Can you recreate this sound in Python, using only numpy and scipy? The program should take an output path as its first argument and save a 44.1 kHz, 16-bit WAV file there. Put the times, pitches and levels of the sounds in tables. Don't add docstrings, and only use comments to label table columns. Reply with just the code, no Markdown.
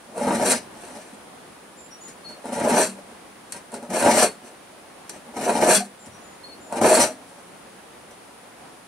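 import sys
import numpy as np
from scipy import signal
from scipy.fft import rfft, irfft, next_fast_len
from scipy.io import wavfile
from scipy.ndimage import uniform_filter1d

SR = 44100
rng = np.random.default_rng(int(sys.argv[2]) if len(sys.argv) > 2 else 0)


def to_linear_factor(level_db):
    exponent = np.asarray(level_db, float) / 20
    return 10 ** exponent


def inscribe(sig):
    pcm = np.round(np.clip(np.atleast_2d(sig).T, -1, 1) * 32767)
    wavfile.write(sys.argv[1], SR, pcm.astype(np.int16))


N = 391166

# [t/s, pressure level/dB, speed level/dB]
STROKES = [
    [(0.16, -29.5, -50), (0.178, -30.5, -43), (0.354, -19.5, -34), (0.372, -27, -38.5),
     (0.392, -21.5, -36.5), (0.476, -25, -28.5), (0.52, -22.5, -17.5), (0.55, -30.5, -28)],
    [(2.43, -63, -59), (2.448, -32, -52), (2.458, -36.5, -42.5), (2.512, -38, -50), (2.526, -32.5, -40),
     (2.666, -17.5, -35), (2.812, -17.5, -21), (2.85, -27, -26.5)],
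    [(3.89, -44, -70), (3.902, -37, -42.5), (3.95, -20.5, -32), (4.0, -20.5, -29.5), (4.076, -13.5, -27),
     (4.116, -19, -27), (4.228, -16.5, -20), (4.27, -28, -33)],
    [(5.35, -36, -53), (5.368, -26.5, -46), (5.456, -28, -34), (5.496, -23, -34), (5.536, -22.5, -38),
     (5.686, -13.5, -26), (5.764, -27.5, -16), (5.79, -29.5, -31.5)],
    [(6.71, -43, -59), (6.726, -28.5, -49), (6.78, -21.5, -34), (6.804, -27.5, -56), (6.816, -15.5, -30),
     (6.926, -15.5, -24), (7.026, -18.5, -18.5), (7.05, -23, -27)],
]
STROKE_LEG_DB = [-4, -5, -8, -5, -10.5]
# [t/s, length/s, pressure level/dB, speed level/dB]
DRAGS = [(0.063, 0.11, -45, -59), (0.716, 0.39, -45.5, -48.5), (1.12, .04, -52, -60),
         (2.073, 0.043, -49, -45), (2.289, 0.028, -39, -51.5), (2.355, 0.033, -49, -66),
         (2.95, 0.066, -45, -57), (5.323, .04, -44, -60), (5.594, .05, -24, -34),
         (5.745, 0.029, -30, -18.5), (0.137, .03, -38, -59), (0.931, 0.065, -45, -57),
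         (8.098, .03, -56, -59), (7.484, 0.029, -52, -68), (3.067, 0.079, -46, -60),
         (3.518, 0.077, -46, -41.5), (3.726, 0.06, -30, -41.5), (3.819, 0.058, -36, -54),
         (4.413, 0.11, -42, -55), (5.077, .12, -45.5, -49), (5.245, 0.071, -44, -62),
         (6.05, 0.04, -41, -52.5), (6.438, 0.082, -45, -70), (6.656, 0.093, -41.5, -61),
         (7.16, 0.34, -55.5, -59.5)]
# [t/s, ring level/dB, knock re ring level/dB]
TAPS = [(0.1786, -39, 15.5), (2.0354, -48, 3), (2.0822, -43, -5), (2.2872, -48, -11), (2.4554, -44, 19),
        (2.5279, -41.5, 17), (3.5222, -29, -19), (3.7187, -45, -4), (3.7409, -38, 8), (3.8272, -46.5, 13),
        (3.903, -37, 10.5), (5.0943, -30.5, -13), (5.367, -37, 6), (5.5722, -40, 20), (6.059, -45, -13),
        (6.725, -37, 17), (6.7645, -40, 5), (6.8143, -29.5, 16), (8.1094, -49, 8)]
# [t/s, knock level/dB]
CATCHES = [(0.307, -10.5), (2.612, -16.5), (2.699, -17), (2.769, -7.5), (3.546, -31.5), (3.948, -16),
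           (4.024, -15), (4.066, -5.5), (4.083, -12), (4.171, -5.5), (5.368, -23), (5.478, -19),
           (5.494, -9.5), (5.625, -4.5), (5.708, -7), (6.844, -2), (6.861, -6), (6.91, -7), (6.929, -8)]
# [t/s, f/Hz, level/dB, t60/s]
LONE_RINGS = [(.53, 4940, -32, .2), (1.13, 210, -35.5, .15), (2.87, 195, -31.5, .5), (3.89, 190, -27, 0.37),
              (5.092, 6000, -38, 0.14), (5.44, 5990, -32, .2), (7.09, 255, -36, .35),
              (4.22, 4390, -22, 0.21), (5.75, 3400, -16, 0.1), (8.108, 6000, -49, .1),
              (5.761, 200, -18, 0.26), (5.803, 722, -18, 0.11), (7.009, 5980, -16, 0.13),
              (5.748, 6100, -18, 0.13), (6.07, 93.6, -37.5, 0.42), (6.8, 102.5, -25.5, 0.48),
              (6.9, 627, -9, 0.37)]
# [f/Hz, width/Hz, level/dB]
LEG_MODES = [(200, 15.5, -6), (249, 28, -7), (297, 74, -16), (349, 112, -9.5)]
BENCH_MODES = [(403, 14, -13), (470.4, 37, -4.5), (578.2, 38.6, -1), (628, 26.4, -2), (711.6, 31.5, -7),
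               (891, 26, -10.5), (950.6, 40, -2)]
CLAMP_MODES = [(1640, 220, -16), (2400, 31, -3), (2670, 114, -5)]
BLADE_MODES = [(4175, 55, -2), (4385, 45, -5), (5770, 45, -9), (5990, 60, -1), (6170, 45, -10),
               (6920, 45, -8), (7200, 110, -7), (7655, 60, -6), (8050, 35, -10), (8200, 35, -6),
               (8400, 130, -3), (9160, 60, 0), (9340, 40, -5), (10250, 60, -5), (10600, 45, -11),
               (11100, 230, -15), (11900, 45, -18), (13400, 200, -28), (13900, 48, -21), (14400, 42, -25)]
# [f/Hz, density level/dB per Hz]
LEG_CROWD = [(59, -46), (100, -20), (194, -7.5), (329, -2.5), (390, -7), (510, -49), (860, -120)]
BENCH_CROWD = [(210, -30), (360, -3.5), (521, -3), (619, 1), (782, -5), (1250, -19), (1620, -18),
               (2750, -120)]
CLAMP_CROWD = [(650, -31), (1100, -6), (1670, 0.5), (1970, -3.5), (2920, -9), (3530, -15.5), (3800, -4),
               (4940, -40), (8360, -120)]
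BLADE_CROWD = [(2180, -17.5), (3700, -8), (4230, -3.5), (5180, -4), (5820, -5.5), (6580, -6), (9450, 2.5),
               (13200, -19.5), (14400, -22), (15500, -28), (16000, -54)]
# [f/Hz, t60/s]
CROWD_T60 = [(100, 0.29), (500, 0.079), (2000, 0.1), (6000, 0.099), (14000, 0.045)]
# [f/Hz, width/Hz, level/dB]
MODE_GAPS = [(3700, 190, -10.5), (5370, 270, -1.5)]
# [f/Hz, likeness/1]
NEAR_SAME = [(60, 0.96), (200, 0.99), (600, 0.99), (1000, 0.76), (1600, .6), (3000, 0.45), (5500, 0.68),
             (9000, 0.47), (13000, 0.55)]
# [f/Hz, level/dB]
NEAR_LEFT = [(60, 4), (240, 0), (950, 1.5), (3770, 2.5), (15000, 2)]
# [t/s, length/s, first pitch f/Hz, slide/Hz, level/dB]
NOTES = [
    (1.765, .125, 7300, -140, -48.5),
    (1.903, 0.077, 5800, -170, -50.5),
    (2.002, 0.13, 6970, -83, -46),
    (2.238, 0.12, 4335, 30, -42.5),
    (5.986, .1, 7330, -110, -52),
    (6.11, .11, 5910, -170, -60),
    (6.2, 0.18, 7030, -87, -57),
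    (6.432, 0.032, 4250, 110, -40),
    (6.485, 0.064, 4340, 10, -47.5),
    (6.602, 0.12, 7220, -110, -52.5),
]
# [f/Hz, density level/dB per Hz]
WASH = [(18, -60), (30, -45), (65, 4.5), (103, -21), (190, -5), (443, -7), (544, -5.5), (638, -8),
        (699, -6), (7000, -26), (9100, -53), (15400, -120)]
# [f/Hz, density level/dB per Hz]
HISS = [(3530, -56), (6000, -18), (7290, -10.5), (9720, -1.5), (11900, -15.5), (15100, -21), (15800, -17)]
# [f/Hz, likeness/1]
HUSH_SAME = [(60, 0.38), (180, 0.96), (550, 0.27), (1650, 0.3), (4970, 0.027), (15000, 0.4)]


def filing():
    legs_db, pressure_db, speed_db = contact()
    coarse = slips(500, 1.97, 2.4, 0.57)
    fine = slips(3000, 3.6, 2.07, 0.55)
    clamp_gain = to_linear_factor(-3 + pressure_db + 0.86 * (speed_db - pressure_db))
    clamp_gain = clamp_gain / np.hypot(1, clamp_gain / to_linear_factor(-21.5))
    legs = to_linear_factor(legs_db) * coarse
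    bench = to_linear_factor(pressure_db - 1.0) * coarse
    clamp = clamp_gain * evened(coarse + 1.7 * fine)
    blade = to_linear_factor(1.5) * to_linear_factor(speed_db) * fine
    bare = lone_rings()
    add_taps(legs, bench, clamp, blade, bare)
    add_catches(bench, clamp)

    place_rad = 2 * np.pi * 1.7 * np.arange(N) / SR + 0.79 * wander(6.96)
    size = next_fast_len(N + SR)
    near = rfft(bare, size) + shaken(legs, place_rad, size, LEG_MODES, LEG_CROWD, 5.2, 2.24)
    near = near + shaken(bench, place_rad, size, BENCH_MODES, BENCH_CROWD, 2.9, 4.0)
    near = near + shaken(clamp, place_rad, size, CLAMP_MODES, CLAMP_CROWD, -8.5, 4)
    near = near + shaken(blade, place_rad, size, BLADE_MODES, BLADE_CROWD, -2.0, 7.6)
    return irfft(near * radiation(np.fft.rfftfreq(size, 1 / SR)), size)[:, :N]


def contact():
    land_db_per_s = 900
    lift_db_per_s = np.array([[200], [304], [304]])
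    leg_speed_share = 0.083
    drag_leg_db, drag_swell_db = -4.5, 11.5
    t = np.arange(N) / SR + 0.003
    power = np.full((3, N), 1e-12)
    for stroke, leg_db in zip(STROKES, STROKE_LEG_DB):
        s, pressure, speed = np.transpose(stroke)
        legs = leg_db + pressure + leg_speed_share * (speed - pressure)
        away_db = land_db_per_s * np.maximum(s[0] - t, 0) + lift_db_per_s * np.maximum(t - s[-1], 0)
        curves_db = np.array([np.interp(t, s, db) for db in (legs, pressure, speed)])
        power += to_linear_factor(curves_db - away_db) ** 2
    for start, length, pressure, speed in DRAGS:
        on = slice(max(round((start - 0.1) * SR), 0), round((start + length + 0.3) * SR))
        u = (t[on] - start) / length
        arch_db = -drag_swell_db * (2 * np.clip(u, 0, 1) - 1) ** 2
        away_db = length * (land_db_per_s * np.maximum(-u, 0) + lift_db_per_s * np.maximum(u - 1, 0))
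        levels_db = np.array([[drag_leg_db + pressure], [pressure], [speed]])
        power[:, on] += to_linear_factor(levels_db + arch_db - away_db) ** 2
    return 10 * np.log10(power)


def slips(rate_hz, spread_db, chatter_db, grit):
    size = to_linear_factor(spread_db * np.minimum(rng.exponential(1, N), 4)) * rng.choice([-1, 1], N)
    jolts = evened(size * (rng.random(N) < rate_hz / SR))
    jolts = jolts + grit * rng.standard_normal(N)
    return evened(jolts * to_linear_factor(chatter_db * wander(74)))


def add_taps(legs, bench, clamp, blade, bare):
    for s, db, knock_db in TAPS:
        at = round(s * SR)
        bare[at:at + 2] += to_linear_factor(db - 4) * np.array([1, -1])
        blade[at] += to_linear_factor(db + 24.5)
        clamp[at] += to_linear_factor(db + 13.0)
        bench[at] += to_linear_factor(db + knock_db + 21.5)
        legs[at] += to_linear_factor(db + knock_db + 15.0)


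def add_catches(bench, clamp):
    for s, db in CATCHES:
        at = round(s * SR)
        bench[at] += to_linear_factor(db + 18)
        clamp[at] += to_linear_factor(db + 4)


def lone_rings():
    bare = np.zeros(N)
    t = np.arange(SR // 2) / SR
    for s, hz, db, t60_s in LONE_RINGS:
        at = round(s * SR)
        shape = to_linear_factor(db - 60 * t / t60_s) * np.minimum(t / 0.011, 1)
        beat = np.sin(2 * np.pi * hz * t) + 0.57 * np.sin(2 * np.pi * (hz + 38) * t)
        bare[at:at + len(t)] += shape * beat
    return bare


def shaken(drive, place_rad, size, *build):
    total = 0
    for k in range(3):
        share = np.sqrt(2 / 3) * np.cos(place_rad + k * np.pi / 3)
        total = total + rfft(drive * share, size) * rfft(body(*build), size)
    return total


def body(modes, colour, modes_db, vary_db):
    hz = np.fft.rfftfreq(512, 1 / SR)
    frame_s = np.arange(90) * 128 / SR
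    z = pair((len(hz), len(frame_s)), read(NEAR_SAME, hz))
    age_s = np.maximum(frame_s - 256 / SR, 0)
    t60_s = np.maximum(read(CROWD_T60, hz), 0.01)
    z = z * to_linear_factor(read(colour, hz)[:, None] - 60 * age_s / t60_s[:, None])
    crowd = signal.istft(z, nperseg=512, noverlap=384)[1][:, 256:]
    t = np.arange(crowd.shape[1]) / SR
    strong = np.zeros_like(crowd)
    for f, width, db in modes:
        reach, turn, side, shift = rng.standard_normal(4)
        apart = np.arccos(np.clip(read(NEAR_SAME, f), -1, 1)) * np.sign(side)
        phase = np.pi * turn + np.array([[0], [apart]])
        tone = np.sin(2 * np.pi * (f + 0.29 * width * shift) * t + phase)
        strong += to_linear_factor(db + vary_db * reach) * width * np.exp(-np.pi * width * t) * tone
    both = evened(crowd) + to_linear_factor(modes_db) * evened(strong)
    both *= np.minimum(t / 0.00024, 1)
    return both / np.linalg.norm(both[0])


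def radiation(hz):
    lean_db = read(NEAR_LEFT, hz) / 2
    gaps_db = sum(db / (1 + (2 * (hz - f) / width) ** 2) for f, width, db in MODE_GAPS)
    low_cut = to_linear_factor(-11.0) + (1 - to_linear_factor(-13.5)) / (1 + (140 / (hz + 1)) ** 6)
    low_cut /= 1 + (45 / (hz + 1)) ** 4
    return to_linear_factor(np.array([lean_db, -lean_db]) + gaps_db) * low_cut


def bird():
    rise_s, fade_db, peak_share = 0.014, -28, 0.31
    song = np.zeros(N)
    waver = wander(116)
    for start, length, hz, slide_hz, db in NOTES:
        on = slice(round(start * SR), round((start + length) * SR))
        t = np.arange(on.stop - on.start) / SR
        pitch_hz = (hz + slide_hz * np.sqrt(t / length)) * (1 + 0.005 * waver[on])
        shape = np.clip(np.minimum(t, length - t) / rise_s, 0, 1)
        shape = shape * to_linear_factor(fade_db * (t / length - peak_share) ** 2)
        song[on] += to_linear_factor(db + 3.5) * shape * np.sin(2 * np.pi * np.cumsum(pitch_hz) / SR)
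    lag_s = np.arange(SR // 8) / SR
    echoes = rng.standard_normal((2, len(lag_s))) * to_linear_factor(-60 * lag_s / 0.17)
    wet = signal.oaconvolve(song[None], echoes / np.linalg.norm(echoes[0]), axes=1)[:, :N]
    return song * to_linear_factor([[0.5], [-2.5]]) + wet


def hush():
    frames, hz = N // 256 + 5, np.fft.rfftfreq(1024, 1 / SR)
    patches = uniform_filter1d(rng.standard_normal((len(hz), frames)), 10, 0)
    patches = evened(uniform_filter1d(patches, 16, 1))
    swell = evened(uniform_filter1d(rng.standard_normal(frames), 50))
    outdoor = 1 / (1 + hz[:, None] / 2500)
    colour = np.hypot(to_linear_factor(read(WASH, hz)), to_linear_factor(read(HISS, hz) - 16.5))
    colour = colour * hz ** 2 / (hz ** 2 + 50 ** 2)
    z = pair((len(hz), frames), read(HUSH_SAME, hz))
    z = z * colour[:, None] * to_linear_factor(outdoor * (0.81 * patches + 1.32 * swell))
    return to_linear_factor(-45) * evened(signal.istft(z, nperseg=1024, noverlap=768)[1][:, :N])


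def evened(x):
    return x / np.sqrt(np.mean(x ** 2) + 1e-20)


def read(points, hz):
    f, value = np.transpose(points)
    return np.interp(np.log(hz + 1), np.log(f + 1), value)


def pair(shape, same):
    a, b, c, d = rng.standard_normal((4,) + shape)
    same = np.clip(same, -1, 1)[:, None]
    left = a + 1j * b
    return np.array([left, same * left + np.sqrt(1 - same ** 2) * (c + 1j * d)])


def wander(rate_hz):
    width = int(SR / rate_hz)
    return evened(uniform_filter1d(uniform_filter1d(rng.standard_normal(N), width), width))


def scene():
    return filing() + bird() + hush()


def roll_off(x):
    return signal.sosfilt(signal.butter(12, 16420, fs=SR, output="sos"), x)


def record(dry):
    edge = signal.firwin(511, 15720, window=("kaiser", 9), fs=SR)
    limited = 0.87 * np.tanh(dry / 0.92)
    mix = signal.oaconvolve(limited, edge[None], "same", axes=1)
    return roll_off(mix)


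dry = scene()
out = record(dry)
inscribe(out)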